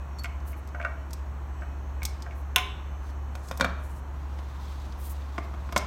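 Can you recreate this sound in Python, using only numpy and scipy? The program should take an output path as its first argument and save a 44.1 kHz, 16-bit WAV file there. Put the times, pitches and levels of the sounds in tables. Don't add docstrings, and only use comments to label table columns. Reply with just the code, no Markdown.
import sys
import numpy as np
from scipy import signal
from scipy.fft import rfft, irfft
from scipy.io import wavfile
from scipy.ndimage import uniform_filter1d

SR = 44100
rng = np.random.default_rng(int(sys.argv[2]) if len(sys.argv) > 2 else 0)


def wav_record(signal):
    frames = np.transpose(np.atleast_2d(signal))
    bounded = np.clip(frames, -1, 1)
    quanta = np.round(bounded * 32767).astype(np.int16)
    wavfile.write(sys.argv[1], SR, quanta)


N = 258426
TIME_S = np.arange(N) / SR
RING_S = np.arange(SR // 4) / SR


def undb(db):
    return 10 ** (np.asarray(db) / 20)

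def unit(x):
    return x / np.sqrt(np.sum(x ** 2))

def level(x, db):
    return unit(x) * np.sqrt(len(x)) * undb(db)

def fade(t, t60_s):
    return undb(-60 * t / t60_s)

def add(out, start_s, x):
    i = max(int(start_s * SR), 0)
    out[i:i + len(x)] += x[:len(out) - i]

def colour(x, spectrum):
    hz, db = np.transpose(spectrum)
    f = np.fft.rfftfreq(len(x), 1 / SR) + 1
    gain = undb(np.interp(np.log(f), np.log(hz), db)) * np.minimum(f / hz[0], 1) ** 2
    return irfft(rfft(x) * gain, len(x))

def noise(spectrum, size):
    return level(colour(rng.standard_normal(size), spectrum), 0)

def band(hz, width_hz):
    f = np.fft.rfftfreq(N, 1 / SR)
    bell = np.exp(-2 * ((f - hz) / width_hz) ** 2)
    return level(irfft(rfft(rng.standard_normal(N)) * bell, N), 0)

def walk(rate_hz, size):
    hold = max(int(SR / rate_hz), 1)
    steps = np.repeat(rng.standard_normal(size // hold + 2), hold)
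    return level(uniform_filter1d(steps, hold)[:size], 0)

def ring(modes, detune):
    hz, db, t60_s = np.transpose(modes)[:, :, None]
    share_db, shift, side = rng.standard_normal((len(modes), 3)).T[:, :, None]
    sines = np.sin(2 * np.pi * hz * (1 + detune * shift) * RING_S)
    decays = fade(RING_S, t60_s) / np.sqrt(t60_s)
    return unit(np.sum(np.sign(side) * undb(db + share_db) * sines * decays, axis=0))

def crack(spectrum, decay_s, db=0):
    burst = rfft(rng.standard_normal(len(RING_S)) * fade(RING_S, decay_s))
    whitened = irfft(burst / np.abs(burst), len(RING_S))
    return undb(db) * unit(colour(whitened, spectrum) * fade(RING_S, 2 * decay_s))

def struck(blows, body, rise_s):
    out = np.zeros(N)
    onset = 1 - np.exp(-RING_S / rise_s)
    for start_s, level_db, cutoff_hz in blows:
        contact = signal.butter(2, cutoff_hz, fs=SR, output="sos")
        hit = signal.sosfilt(contact, body() * onset)
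        add(out, start_s, hit * undb(level_db) / np.std(hit[:SR // 100]))
    return out

def settling(blows, rebound):
    delay_s, change_db, cutoff_hz = rebound
    return list(blows) + [(s + delay_s, db + change_db, cutoff_hz) for s, db, _ in blows]


# pitch_hz, width_hz, level_db
HUM_BANDS = [(43.9, 1.4, -52.5), (57.74, 3.2, -46), (71.4, 2.9, -49), (111.9, 10, -55.5)]
def appliance_hum(pitch_hz=69.7, level_db=-35):
    tone = level(np.sin(2 * np.pi * pitch_hz * TIME_S), level_db)
    return tone + sum(undb(db) * band(hz, width_hz) for hz, width_hz, db in HUM_BANDS)

# frequency_hz, relative_density_db
AIR_SPECTRUM = [(53, -27), (90, -3.5), (94, -14), (168, -10.5), (199, -19), (226, -15.5), (342, -17.5),
                (450, -23), (493, -22), (746, -19.5), (1060, -18), (1210, -21.5), (2000, -31.5),
                (2600, -52), (4400, -120)]
HISS_SPECTRUM = [(2300, 8), (3000, 3.5), (3800, -2.5), (4250, 0), (4900, -11), (5700, -1.5), (6600, -3),
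                 (8300, -8.5), (10500, -15.5), (12000, -8.5), (16000, -13.5)]
def air():
    return level(noise(AIR_SPECTRUM, N), db=-46) + level(noise(HISS_SPECTRUM, N), db=-62.5)

# pitch_hz, level_db
WHINE_TONES = [(2417, -82), (2536, -76), (2993, -79), (5593, -82.5), (6245, -79), (6659, -84.5),
               (7779, -85)]
# time_s, gain_db
WHINE_GAIN = [(2.9, 1), (3.5, -1)]
def whine(waver_db=4.0, waver_hz=8.31):
    tones = sum(level(np.sin(2 * np.pi * hz * TIME_S), db) * undb(waver_db * walk(waver_hz, N))
                for hz, db in WHINE_TONES)
    return tones * undb(np.interp(TIME_S, *np.transpose(WHINE_GAIN)))

# start_s, level_db, cutoff_hz
PLATE_IMPACTS = [(.186, -47.5, 6000), (.236, -55, 14000)]
# delay_s, change_db, cutoff_hz
PLATE_REBOUND = (0.0078, -1, 10000)
# pitch_hz, energy_db, t60_s
PLATE_MODES = [(4430, 1.5, 0.088), (6305, -8.5, .08), (7446, -3, 0.057), (9000, -3, 0.051),
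               (11480, 2.5, 0.06), (14000, -12, 0.026)]
# frequency_hz, relative_density_db
EDGE_SPECTRUM = [(200, -31), (2000, -33), (3400, -4), (4200, -2), (5300, 2.5), (7400, -3), (8500, -1.5),
                 (10500, -9.5), (12000, 0.5), (16000, 0)]
def plate():
    def body():
        return ring(PLATE_MODES, detune=0.001) + crack(EDGE_SPECTRUM, decay_s=0.033, db=-5)
    return struck(settling(PLATE_IMPACTS, PLATE_REBOUND), body, rise_s=0.00052)

# start_s, level_db, cutoff_hz
SKIN_AND_CATCH_SNAPS = [(.236, -49.5, 16000), (.674, -58, 14000), (1.107, -55, 9000), (1.1318, -43, 11900),
                        (2.0315, -41, 14000), (2.052, -31, 11200), (2.2222, -47, 6900),
                        (3.486, -51.5, 9000), (3.574, -45.5, 14000), (4.923, -54.5, 3000),
                        (5.7245, -48, 11900), (5.7763, -30.5, 9000)]
def snaps(impacts):
    return struck(impacts, lambda: crack(EDGE_SPECTRUM, decay_s=0.032), rise_s=0.00015)

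# start_s, level_db, cutoff_hz
ONION_IMPACTS = [(.2435, -40, 5000), (.747, -38, 1630), (.799, -34.5, 2230), (.836, -42, 1500),
                 (.8485, -26.5, 3020), (1.620, -41.5, 1900), (2.264, -42.5, 1300)]
# delay_s, change_db, cutoff_hz
ONION_REBOUND = (.012, -7.5, 1860)
# pitch_hz, energy_db, t60_s
ONION_JAR_MODES = [(616, -4.5, 0.077), (694.5, -2.5, 0.21), (1230, -4, 0.041), (1367, 0.5, 0.044),
                   (1552, 5.5, 0.018), (1854, -3, 0.077), (2250, -2.5, 0.0256), (2780, -11.5, 0.042)]
# frequency_hz, relative_density_db
SHELL_SPECTRUM = [(100, -10), (500, -7), (1300, 0.5), (2400, -5.5), (3000, -7.5), (4500, -10.5), (6000, -7),
                  (9000, -9), (16000, -7)]
def onion():
    def body():
        return ring(ONION_JAR_MODES, detune=0.016) + crack(SHELL_SPECTRUM, decay_s=0.015, db=-5.5)
    return struck(settling(ONION_IMPACTS, ONION_REBOUND), body, rise_s=0.00109)

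# start_s, level_db, cutoff_hz
BLADE_IMPACTS = [(.244, -36, 6000), (.531, -51, 3000), (.814, -42.5, 3000), (2.019, -40, 2500),
                 (2.051, -45.5, 3000), (2.3095, -50, 4000), (2.576, -31, 3000)]
# delay_s, change_db, cutoff_hz
BLADE_REBOUND = (.012, -3, 3700)
# pitch_hz, energy_db, t60_s
BLADE_MODES = [(1614.5, -12, 0.0242), (2230, 0.5, 0.029), (2450, -4, 0.014), (2980, -8, 0.011)]
def blade():
    def body():
        return ring(BLADE_MODES, detune=0.022) + crack(SHELL_SPECTRUM, decay_s=0.044, db=-2)
    return struck(settling(BLADE_IMPACTS, BLADE_REBOUND), body, rise_s=0.00036)

def finger_ticks(count=10, level_db=-65, spread_db=3, cutoff_hz=6000):
    return snaps([(when * N / SR, level_db + spread_db * (2 * force - 1), cutoff_hz)
                  for when, force in rng.random((count, 2))])

def friction(centre_hz, size, treble_db=-13, grain_db=1.5, grip_db=3):
    slips = undb(grain_db * walk(700, size) + grip_db * walk(47.85, size))
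    spectrum = [(centre_hz / 5, -16), (centre_hz, 0), (centre_hz * 3, treble_db)]
    return level(noise(spectrum, size) * slips, 0)

# start_s, length_s, level_db, centre_hz
STROKES = [(0.447, 0.091, -58, 13000), (.56, 0.043, -58, 12000), (2.33, 0.092, -61, 13000),
           (2.982, 0.14, -63.5, 4360), (3.307, 0.32, -59.5, 6450), (3.766, 0.24, -59.5, 8900),
           (4.972, 0.17, -49, 12900)]
def rubbing(attack_share=0.42, release_share=0.14):
    out = np.zeros(N)
    for start_s, length_s, level_db, centre_hz in STROKES:
        progress = TIME_S[:SR] / length_s
        pressure = np.clip(np.minimum(progress / attack_share, (1 - progress) / release_share), 0, 1)
        add(out, start_s, undb(level_db) * pressure * friction(centre_hz, SR))
    return out

# start_s, level_db, cutoff_hz
JAR_IMPACTS = [(2.5602, -17, 12600), (2.5822, -29.5, 9000), (2.596, -37, 890)]
# delay_s, change_db, cutoff_hz
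JAR_REBOUND = (.0043, -8.5, 1210)
# pitch_hz, energy_db, t60_s
JAR_MODES = [(180.4, -25, 0.23), (403, -15.5, 0.25), (730, -11.5, 0.15), (1027, -6, 0.17),
             (1180, -9, 0.039), (1466, -7, 0.049), (1630, -9.5, .05), (2263, -14, 0.027), (2645, 7, 0.013),
             (2800, -1, 0.0096), (3090, -6, 0.0074), (3575, 3, 0.023), (5250, -6, 0.02), (6070, -19, 0.033)]
# frequency_hz, relative_density_db
JAR_SPECTRUM = [(200, -12), (600, -24), (800, -5.5), (1900, -2.5), (2700, 6), (3500, 4.5), (4600, -20),
                (6200, -5), (7500, -14), (16000, -3)]
def jar():
    def body():
        return ring(JAR_MODES, detune=0.0089) + crack(JAR_SPECTRUM, decay_s=0.014, db=4)
    return struck(settling(JAR_IMPACTS, JAR_REBOUND), body, rise_s=0.00032)

# start_s, level_db, cutoff_hz
LID_IMPACTS = [(3.3529, -41.5, 5030), (3.5121, -32.5, 4030), (3.598, -32, 2550), (3.6093, -19.5, 4840),
               (3.645, -23, 3440)]
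# delay_s, change_db, cutoff_hz
LID_REBOUND = (.0155, -12, 1600)
# pitch_hz, energy_db, t60_s
LID_MODES = [(120, -12, .08), (173, -11, 0.11), (260, -9.5, 0.082), (380, -12.5, 0.037), (526, -5, 0.05),
             (620, -2, 0.023), (980, -13, 0.034), (1140, -2, 0.022), (1370, -1.5, 0.018),
             (1670, -10, 0.0315), (1830, -11, 0.02), (2316, -10.5, 0.092), (2410, -5.5, 0.027),
             (3250, -10, 0.037), (3645, -9.5, 0.039), (4390, -10.5, 0.0185)]
def lid(rim_db=-12, slip_db=-47.5, rim_cutoff_hz=11700):
    def body():
        return ring(LID_MODES, detune=0.012) + crack(SHELL_SPECTRUM, decay_s=0.023)
    rim = [(s, min(db + rim_db, slip_db), rim_cutoff_hz) for s, db, _ in LID_IMPACTS]
    return struck(settling(LID_IMPACTS, LID_REBOUND), body, rise_s=0.00023) + snaps(rim)

# time_s, level_db
GRIP_LEVELS = [(4.05, -81), (4.154, -67.5), (4.508, -63.5), (4.638, -58), (4.794, -61), (5.542, -64),
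               (5.7, -65.5)]
def grip():
    level_db = np.interp(TIME_S, *np.transpose(GRIP_LEVELS), left=-np.inf)
    return undb(level_db) * friction(centre_hz=3660, size=N, treble_db=-16.5, grip_db=1.9)

# start_s, level_db, cutoff_hz
HOUSING_IMPACTS = [(4.387, -48, 5000), (5.380, -31, 2520), (5.5385, -42, 1500), (5.690, -42, 2000),
                   (5.724, -38, 3500), (5.7617, -20.5, 5600)]
# delay_s, change_db, cutoff_hz
HOUSING_REBOUND = (0.00326, -3.3, 1170)
# pitch_hz, energy_db, t60_s
HOUSING_MODES = [(116, -12, 0.105), (178, -3.5, 0.06), (292, -5.5, 0.045), (390, -3.5, 0.045),
                 (633, -4, 0.061), (693, -2.5, 0.05), (1066, 1, 0.029), (1240, -1, 0.0168),
                 (1580, -13, 0.0167), (2150, 0, 0.0194), (3200, -9, 0.0068), (5030, -5, 0.013)]
def housing():
    def body():
        return ring(HOUSING_MODES, detune=0.016) + crack(SHELL_SPECTRUM, decay_s=0.041, db=3)
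    return struck(settling(HOUSING_IMPACTS, HOUSING_REBOUND), body, rise_s=0.00086)

# frequency_hz, t60_s, energy_db
REVERB_BANDS = [(150, 0.66, -5), (497, 0.59, -6.5), (1300, 0.6, -6.5), (2820, 0.62, -8),
                (6120, 0.36, -10.5), (14000, 0.222, -17)]
def kitchen(direct, early_db=-7, early_t60_s=0.023, rise_s=0.0027):
    t = TIME_S[:SR * 2 // 3]
    hz, t60_s, db = np.transpose(REVERB_BANDS)
    f = np.fft.rfftfreq(len(t), 1 / SR) + 1
    white = rfft(rng.standard_normal(len(t)))
    onset = 1 - np.exp(-t / rise_s)
    tail = 0
    for k, corner in enumerate(np.eye(len(hz))):
        share = np.interp(np.log(f), np.log(hz), corner)
        tail = tail + irfft(white * share, len(t)) * unit(onset * fade(t, t60_s[k])) * undb(db[k])
    echoes = np.zeros(len(t))
    lags = rng.integers(SR // 700, SR // 50, size=40)
    echoes[lags] = rng.standard_normal(len(lags)) * fade(t[lags], early_t60_s)
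    return direct + signal.fftconvolve(direct, tail + undb(early_db) * unit(echoes))[:N]

def scene():
    knocks = plate() + onion() + jar() + blade() + lid() + housing()
    handling = knocks + snaps(SKIN_AND_CATCH_SNAPS) + finger_ticks() + rubbing() + grip()
    return (kitchen(handling) + appliance_hum() + whine() + air())[None]

def record(dry, cutoff_hz=16000):
    return signal.sosfilt(signal.ellip(10, .2, 80, cutoff_hz, fs=SR, output="sos"), dry)


dry = scene()
out = record(dry)
wav_record(out)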